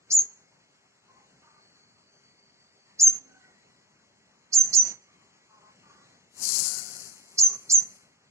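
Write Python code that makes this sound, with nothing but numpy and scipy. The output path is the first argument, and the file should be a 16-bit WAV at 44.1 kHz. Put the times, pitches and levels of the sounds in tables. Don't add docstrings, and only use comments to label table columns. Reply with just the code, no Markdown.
import sys
import numpy as np
from scipy import signal
from scipy.fft import rfft, irfft, next_fast_len
from scipy.io import wavfile
from scipy.ndimage import uniform_filter1d

SR = 44100
rng = np.random.default_rng(int(sys.argv[2]) if len(sys.argv) > 2 else 0)


def store_wav(level_fs):
    pcm = np.round(np.clip(np.atleast_2d(level_fs), -1, 1) * 32767)
    wavfile.write(sys.argv[1], SR, pcm.T.astype(np.int16))


def volts_from_db(level):
    exponent = np.asarray(level, float) / 20
    return 10 ** exponent


N = 366030
T = np.arange(N) / SR

# pitch top in seconds, level in dB, top pitch in Hz, resting pitch in Hz, length in seconds.
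CHIPS = [
    (0.125, -18, 7134, 6100, .072),
    (3.012, -13.5, 7336, 6256, 0.068),
    (4.547, -16, 7380, 6230, 0.067),
    (4.75, -16.5, 7256, 6042, 0.056),
    (7.399, -15.5, 7450, 6014, 0.066),
    (7.717, -15.5, 7480, 6170, 0.063),
]
# left-right in dB, harsh onset in dB, echo in dB, pitch fall in seconds,
# lingering at the top (exponent).
STANCE = [(3, -13, -9.5, 0.062, 2.1), (-0.5, -19, -12.5, .018, 1.1), (-8.5, -14, -9.5, .016, 1.7),
          (-11, -10.5, -12, .018, 1.8), (-3, -10, -11.5, 0.021, 0.82), (-3.5, -10.5, -14.5, 0.023, 1.7)]
# frequency in Hz, level in dB.
RASP_TONE = [(3700, -59), (3950, -17), (4150, 0.5), (5000, -8), (6500, -2.5), (7800, -25), (8600, -35.5),
             (10600, -22.5), (12500, -32), (14500, -33.5), (15800, -47)]
# delay in seconds, left gain, right gain.
WALLS = [(.0052, 1, 0.51), (.0083, 0.24, 0.74), (0.0098, 0.31, -0.84), (.017, 0.21, 0.25),
         (0.025, 0.31, 0.45)]
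# time in seconds, level in dB, left-right in dB.
JET = [
    (6.279, -95, 4.5),
    (6.435, -35.5, 12.5),
    (6.58, -32.5, 24.5),
    (6.79, -41.5, 20.5),
    (6.83, -47, 10),
    (7.03, -51.5, 8),
    (7.23, -66.5, 2.5),
    (7.95, -67, 3.5),
    (8.2, -99.5, -2),
]
# frequency in Hz, density in dB per Hz.
JET_TONE = [(1500, -35.5), (2400, -17.5), (3750, -17), (3900, -27), (4050, -2), (4480, 0), (6270, 1.5),
            (7420, 4), (8000, -5), (8390, -13), (10500, -10), (12300, -18), (15600, -29)]
# frequency in Hz, left-right in dB.
JET_TILT = [(2000, -8), (3900, -8), (4300, 0), (7900, 4), (8300, 24), (10000, 19), (15000, 12)]
# start in seconds, length in seconds, pitch in Hz, throat resonance in Hz, level in dB.
CAWS = [(1.072, 0.18, 520, 1030, -67.5), (1.146, 0.11, 417, 917, -71), (1.409, 0.21, 305, 1100, -65.5),
        (2.849, 0.2, 925, 1880, -75.5), (3.259, 0.28, 754, 1570, -67), (3.395, 0.24, 969, 1860, -71),
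        (3.171, 0.23, 267, 270, -70.5), (5.05, .24, 582.5, 1150, -75.5), (5.482, 0.24, 210.2, 1000, -64.5),
        (5.819, 0.23, 293.5, 1160, -68), (6.613, 0.41, 734, 1590, -70.5), (7.34, 0.28, 569, 1090, -69.5)]
# time in seconds, pitch in Hz, level in dB.
INSECT = [
    (1.45, 4400, -76),
    (1.6, 4366, -67),
    (2.0, 4520, -70),
    (2.4, 4570, -67.5),
    (2.95, 4570, -74),
    (3.1, 4580, -97),
]
# start in seconds, pitch in Hz, level in dB.
TWEETS = [
    (1.749, 6580, -76),
    (2.11, 6180, -68),
]
# frequency in Hz, level in dB.
MOTORS = [(398, -83.5), (1955, -82.5), (2165, -81.5), (3330, -89.5), (6590, -83.5), (7230, -88),
          (7410, -92.5)]
# frequency in Hz, density in dB per Hz.
HUM_TONE = [(30, -42), (70, -21), (160, 0.5), (243, -9), (399, -9), (787, -9), (2130, -13), (2800, -13.5),
            (3800, -17.5), (4050, -14.5), (4500, -15.5), (7700, -20.5), (8200, -30.5), (15500, -53.5)]
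# frequency in Hz, correlation.
HUM_SAME = [(60, 0.6), (300, 1), (700, 0.22), (1400, 0.21), (2500, 1), (4000, 0.57), (8000, 0.049)]
# frequency in Hz, left-right in dB.
HUM_TILT = [(60, -2), (110, -4.5), (200, 3), (380, 1.5), (700, 0), (1290, 2), (2380, 0.5), (4400, 0),
            (8120, 12.5), (15000, 1.5)]
# open time after the top in seconds, lift in dB, left-right in dB.
OPENS = [(0.1, 12, -4), (0.15, 10.5, -5), (0.33, 12.5, -2.5), (.17, 15, -5.5), (0.15, 12.5, -2),
         (0.11, 13, -2.5)]
# start in seconds, widest in seconds, lift in dB.
AWAKE = (5, 6.1, 5.7)
# frequency in Hz, floor in dB.
FLOOR_LOUDEST = [(7900, -89), (8300, -61), (11000, -63.5), (12500, -53.5), (16000, -53)]
# frequency in Hz, floor in dB.
FLOOR_LOW_MIDS = [(1800, -25), (2300, -9.5), (2800, -6), (3300, -3.5), (3550, -1), (3900, -1), (4000, -60)]
# frequency in Hz, share lost.
SPARSE = [(8000, 0), (8500, .12), (11000, .1), (12000, .3), (16000, .35)]

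RASP_RISE_S, RASP_PEAK_S, RASP_DB_PER_S, RASP_TAIL_DB = 0.0075, -0.009, 1397, -27
RASP_WIDE_GAIN, RASP_BAND_HZ = 0.45, 1000
CAW_SAG = .98
HUM_DB, HUM_PATCHY_DB, STREAK_DB = -65.5, 1.5, 7
LEAD_S, FIRST_S, DIP_S, FULL_S, SHUT_S, SETTLE_S = 0.057, 0.021, 0.039, 0.096, 0.046, 0.26
FIRST_SHARE, DIP_SHARE, SHUT_SHARE = 0.9, .4, 0.22
REST_DB, WANDER_DB, CAW_LIFT_DB, CAW_HOLD_S = 0.21, 0.52, 2, 0.21
JET_WAKES_DB, JET_LIFT_DB_PER_DB, JET_LEAN_DB_PER_DB = -86.5, 0.28, 0.26
PORT_LAG_SAMPLES = 6


def evened(x):
    return x / np.sqrt(np.mean(x ** 2) + 1e-20)


def read(points, hz):
    f, value = np.transpose(points)
    return np.interp(np.log(hz + 1), np.log(f + 1), value)


def add(mix, start_s, sound):
    part = mix[..., round(start_s * SR):][..., :sound.shape[-1]]
    part += sound[..., :part.shape[-1]]


def sides(db):
    return volts_from_db(np.array([db / 2, -db / 2]))


def resonate(x, hz, width_hz):
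    turn = np.exp(2j * np.pi * np.cumsum(hz * np.ones(len(x))) / SR)
    r = np.exp(-np.pi * width_hz / SR)
    return 2 * (turn * signal.lfilter([1 - r], [1, -r], x / turn)).real


def noise(tone, same, patchy_db, tilt=((1, 0), (2, 0))):
    frames, hz = N // 128 + 5, np.fft.rfftfreq(512, 1 / SR)
    a, b, c, d, patches = rng.standard_normal((frames, 257, 5)).T
    patches = uniform_filter1d(patches, size=5, axis=0)
    patches = evened(uniform_filter1d(patches, size=24, axis=1))
    same = np.clip(same(hz), -1, 1)[:, None]
    left = a + 1j * b
    z = np.array([left, same * left + np.sqrt(1 - same ** 2) * (c + 1j * d)])
    z *= volts_from_db(read(tone, hz)[:, None] + patchy_db * patches)
    z *= sides(read(tilt, hz))[..., None]
    return evened(signal.istft(z, nperseg=512, noverlap=384)[1][:, :N])


def yard(t60_s, size):
    taps = np.zeros((2, size))
    at = np.arange(300, size - 20, 20) + rng.integers(0, 20, (2, (size - 301) // 20))
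    np.put_along_axis(taps, at, rng.choice([-1., 1.], at.shape), 1)
    taps *= volts_from_db(-60 * np.arange(size) / SR / t60_s)
    return taps / np.linalg.norm(taps[0])


def chip(db, top_hz, rest_hz, length_s, fall_s, linger, rasp_db, rasp):
    t = np.arange(-.04, length_s + 0.06, 1 / SR)
    slide_hz = rest_hz + (top_hz - rest_hz) * np.exp(-(np.abs(t) / fall_s) ** linger)
    hz = np.where(t < 0, top_hz + 150000 * t, slide_hz)
    hz = uniform_filter1d(np.maximum(hz, 4200), size=260)
    shaky = evened(uniform_filter1d(rng.standard_normal(len(t)), size=30))
    shake_hz = shaky * (30 + 260 * np.clip(-t / .01, 0, 1))
    turns = 2 * np.pi * np.cumsum(hz + shake_hz) / SR

    swell_db = np.interp(t, [-.04, -.02, -.008, .006, 0.99 * length_s, length_s, length_s + 0.0082],
                         [-63.5, -22.5, -17.0, -4.0, -1.5, 0.0, -42.5])
    overtone = volts_from_db(-38) * (0.6 + shaky) * np.clip((hz - 5600) / 1200, .3, 1) * np.sin(2 * turns)
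    whistle = volts_from_db(swell_db) * np.sqrt(2) * (np.sin(turns) + overtone)
    whistle *= 1 + 0.021 * evened(resonate(shaky, 920, 160))

    after_s = t - RASP_PEAK_S
    rise_db = 4 - 6 * (after_s / RASP_RISE_S) ** 2
    die_db = np.maximum(4 - RASP_DB_PER_S * after_s, RASP_TAIL_DB - 300 * t)
    puff = volts_from_db(rasp_db + np.where(after_s < 0, rise_db, die_db))
    rasp = rasp[:len(t)]
    rasp = RASP_WIDE_GAIN * rasp + evened(resonate(rasp, hz, RASP_BAND_HZ))
    return volts_from_db(db) * (whistle + puff * rasp) * np.clip((t + 0.047) / .012, 0, 1)


def sunbird(gate):
    tone = volts_from_db(read(RASP_TONE, np.fft.rfftfreq(N, 1 / SR)))
    rasp = evened(irfft(rfft(rng.standard_normal(N)) * tone))
    low_cut = signal.cheby2(6, 34, 3550, "high", fs=SR, output="sos")
    near, far = np.zeros((2, 2, N))
    for k, ((s, *voice), (pan_db, rasp_db, echo_db, fall_s, linger)) in enumerate(zip(CHIPS, STANCE)):
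        call = chip(*voice, fall_s, linger, rasp_db, rasp[k * SR:])
        call = signal.sosfilt(low_cut, call)
        add(near, s - .04, sides(pan_db)[:, None] * call)
        for (delay_s, *gain), shift in zip(WALLS, rng.uniform(.85, 1.15, 5)):
            add(near, s - .04 + delay_s * shift, np.outer(gain, call))
        add(far, s - .04, volts_from_db(echo_db) * signal.fftconvolve(call[None], yard(.46, size=30000), axes=1))
    far = signal.sosfilt(signal.butter(4, 8200, fs=SR, output="sos"), far)
    return near + volts_from_db(-10.5) * far * gate ** 1.2


def jet():
    s, db, pan_db = np.transpose(JET)
    spits = volts_from_db(2.0 * evened(uniform_filter1d(rng.standard_normal(N), size=60)))
    hiss = noise(JET_TONE, lambda hz: .2 + 0 * hz, 1.2, JET_TILT) * spits
    hiss[1] = np.roll(hiss[1], 2 * PORT_LAG_SAMPLES)
    pan_db = np.interp(T, s, pan_db)
    return hiss * volts_from_db(np.interp(T, s, db, -150, -150) + 10) * [np.ones(N), volts_from_db(-pan_db)]


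def crows():
    out = np.zeros(N)
    for s, length_s, hz, throat_hz, db in CAWS:
        u = np.linspace(0, 1, round(length_s * SR))
        wobble = evened(uniform_filter1d(rng.standard_normal(len(u)), size=400))
        turns = np.cumsum(hz * (1 + (CAW_SAG - 1) * u) + .028 * hz * wobble) / SR
        folds = sum(np.cos(2 * np.pi * k * turns) for k in range(1, 8))
        folds = folds * (1 + .4 * wobble[::-1]) + 500 / hz * rng.standard_normal(len(u))
        caw = resonate(resonate(folds, throat_hz, 460), throat_hz, 460)
        caw += .2 * resonate(folds, 2 * throat_hz, 300)
        caw += .45 * (700 < hz < 800) * resonate(folds, hz, 150)
        add(out, s, volts_from_db(db) * evened(caw) * signal.windows.tukey(len(u), .3) * (1.2 - 0.49 * u))
    echo = signal.fftconvolve(out[None], yard(0.17, size=16000), axes=1)[:, :N]
    return 0.77 * out + 0.85 * echo


def insect(white):
    s, hz, db = np.transpose(INSECT)
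    hz = np.interp(T, s, hz)
    whistle = evened(resonate(resonate(white, hz, 170), hz, 170))
    return volts_from_db(np.interp(T, s, db, -150, -150)) * whistle


def far_tweets(white):
    out = np.zeros(N)
    t = np.arange(0, .15, 1 / SR)
    for s, hz, db in TWEETS:
        tweet = evened(resonate(white[:len(t)], hz, 90.4))
        add(out, s, volts_from_db(db - 95 * t) * np.minimum(t / 0.021, 1) * tweet)
    return out


def motors(white):
    return sum(volts_from_db(db) * evened(resonate(resonate(white, hz, 16), hz, 16)) for hz, db in MOTORS)


def small_voices():
    white = rng.standard_normal(N)
    return motors(white) + insect(white[::-1]) + far_tweets(white)


def streaked(x):
    hz, t, z = signal.stft(x, SR, nperseg=2048)
    drift = rng.standard_normal(z.shape[1:])
    drift = evened(uniform_filter1d(drift, size=14, axis=1, mode="wrap"))
    treble = ((hz > 4000) & (hz < 8000))[:, None]
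    z *= volts_from_db(STREAK_DB * np.clip(2 * drift - 2, 0, 1) * treble)
    return signal.istft(z, SR, nperseg=2048)[1][:, :N]


def town_hum():
    hum = noise(HUM_TONE, lambda hz: read(HUM_SAME, hz), HUM_PATCHY_DB, HUM_TILT)
    return volts_from_db(HUM_DB) * streaked(hum)


def noise_gate():
    s, db, pan_db = np.transpose(JET)
    lift_db = JET_LIFT_DB_PER_DB * np.maximum(np.interp(T, s, db) - JET_WAKES_DB, 0)
    lean_db = JET_LEAN_DB_PER_DB * np.interp(T, s, pan_db, 0, 0) * np.minimum(lift_db / 5, 1)
    cawing = sum((T > s) & (T < s + length_s + CAW_HOLD_S) for s, length_s, *_ in CAWS) > 0
    lift_db = np.maximum(lift_db, CAW_LIFT_DB * uniform_filter1d(cawing * 1., size=4000))
    lift_db = np.maximum(lift_db, np.interp(T, [*AWAKE[:2], JET[0][0]], [0, AWAKE[2], 0]))
    for (s, *_), (hold_s, db, pan_db) in zip(CHIPS, OPENS):
        hold_s = max(hold_s, FULL_S + .001)
        share = np.interp(T - s,
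                          [-LEAD_S, FIRST_S, DIP_S, FULL_S, hold_s, hold_s + SHUT_S, hold_s + SETTLE_S],
                          [0, FIRST_SHARE, DIP_SHARE, 1, 1, SHUT_SHARE, 0])
        lift_db = np.maximum(lift_db, db * share)
        lean_db = lean_db + pan_db * share
    wander = [evened(uniform_filter1d(row, size=2500)) for row in rng.standard_normal((2, N))]
    return volts_from_db(REST_DB + lift_db + WANDER_DB * wander[0]) * sides(lean_db + WANDER_DB * wander[1])


def scene():
    gate = noise_gate()
    return sunbird(gate) + jet() + gate * (town_hum() + crows() + small_voices())


def limiter(x, ceiling_db):
    envelope = uniform_filter1d(abs(signal.hilbert(x, next_fast_len(N)))[:, :N], size=60)
    return x / np.maximum(envelope / volts_from_db(ceiling_db), 1) ** .7


def drop_weak_bands(x):
    hz, t, z = signal.stft(np.array([x[0] + x[1], x[0] - x[1]]) / 2, SR, nperseg=1024, noverlap=512)
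    bands, hz = z[:, :512].reshape(2, 128, 4, -1), hz[2:512:4]
    band_db = 10 * np.log10((abs(bands) ** 2).sum(axis=2, keepdims=True) + 1e-14)

    base_db = band_db[:, 4:24].mean(axis=1, keepdims=True)
    bright_db = uniform_filter1d(band_db[:, 100:130].mean(axis=1, keepdims=True), size=9, axis=3)
    low_db = read(FLOOR_LOW_MIDS, hz)[:, None, None] + base_db
    low_db = low_db - 20 * (bright_db > -77)
    low_db[1] -= 8
    loudest_db = band_db.max(axis=(0, 1), keepdims=True)
    high_db = read(FLOOR_LOUDEST, hz)[:, None, None] + 0.88 * loudest_db

    luck = rng.standard_normal(band_db.shape)
    slow = evened(uniform_filter1d(luck, size=8, axis=3))
    steady_db = uniform_filter1d(uniform_filter1d(band_db, size=7, axis=3), size=3, axis=1)
    kept = steady_db > uniform_filter1d(low_db, size=3, axis=3) + 2.2 * slow - .8
    kept &= band_db > high_db + 1.5 * slow
    kept &= 1 / (1 + np.exp(-1.7 * slow[:1])) > read(SPARSE, hz)[:, None, None]
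    z[:, :512] = (bands * kept).reshape(2, 512, -1)
    mid, side = signal.istft(z, SR, nperseg=1024, noverlap=512)[1][:, :N]
    return np.array([mid + side, mid - side])


def low_pass(x):
    return signal.sosfilt(signal.butter(12, 15810, fs=SR, output="sos"), x)


def record(dry):
    late = np.array([np.roll(dry[0], PORT_LAG_SAMPLES), dry[1]])
    thin = signal.sosfilt(signal.butter(2, 70, "high", fs=SR, output="sos"), late)
    mix = drop_weak_bands(limiter(thin, -6.0))
    return low_pass(mix)


dry = scene()
out = record(dry)
store_wav(out)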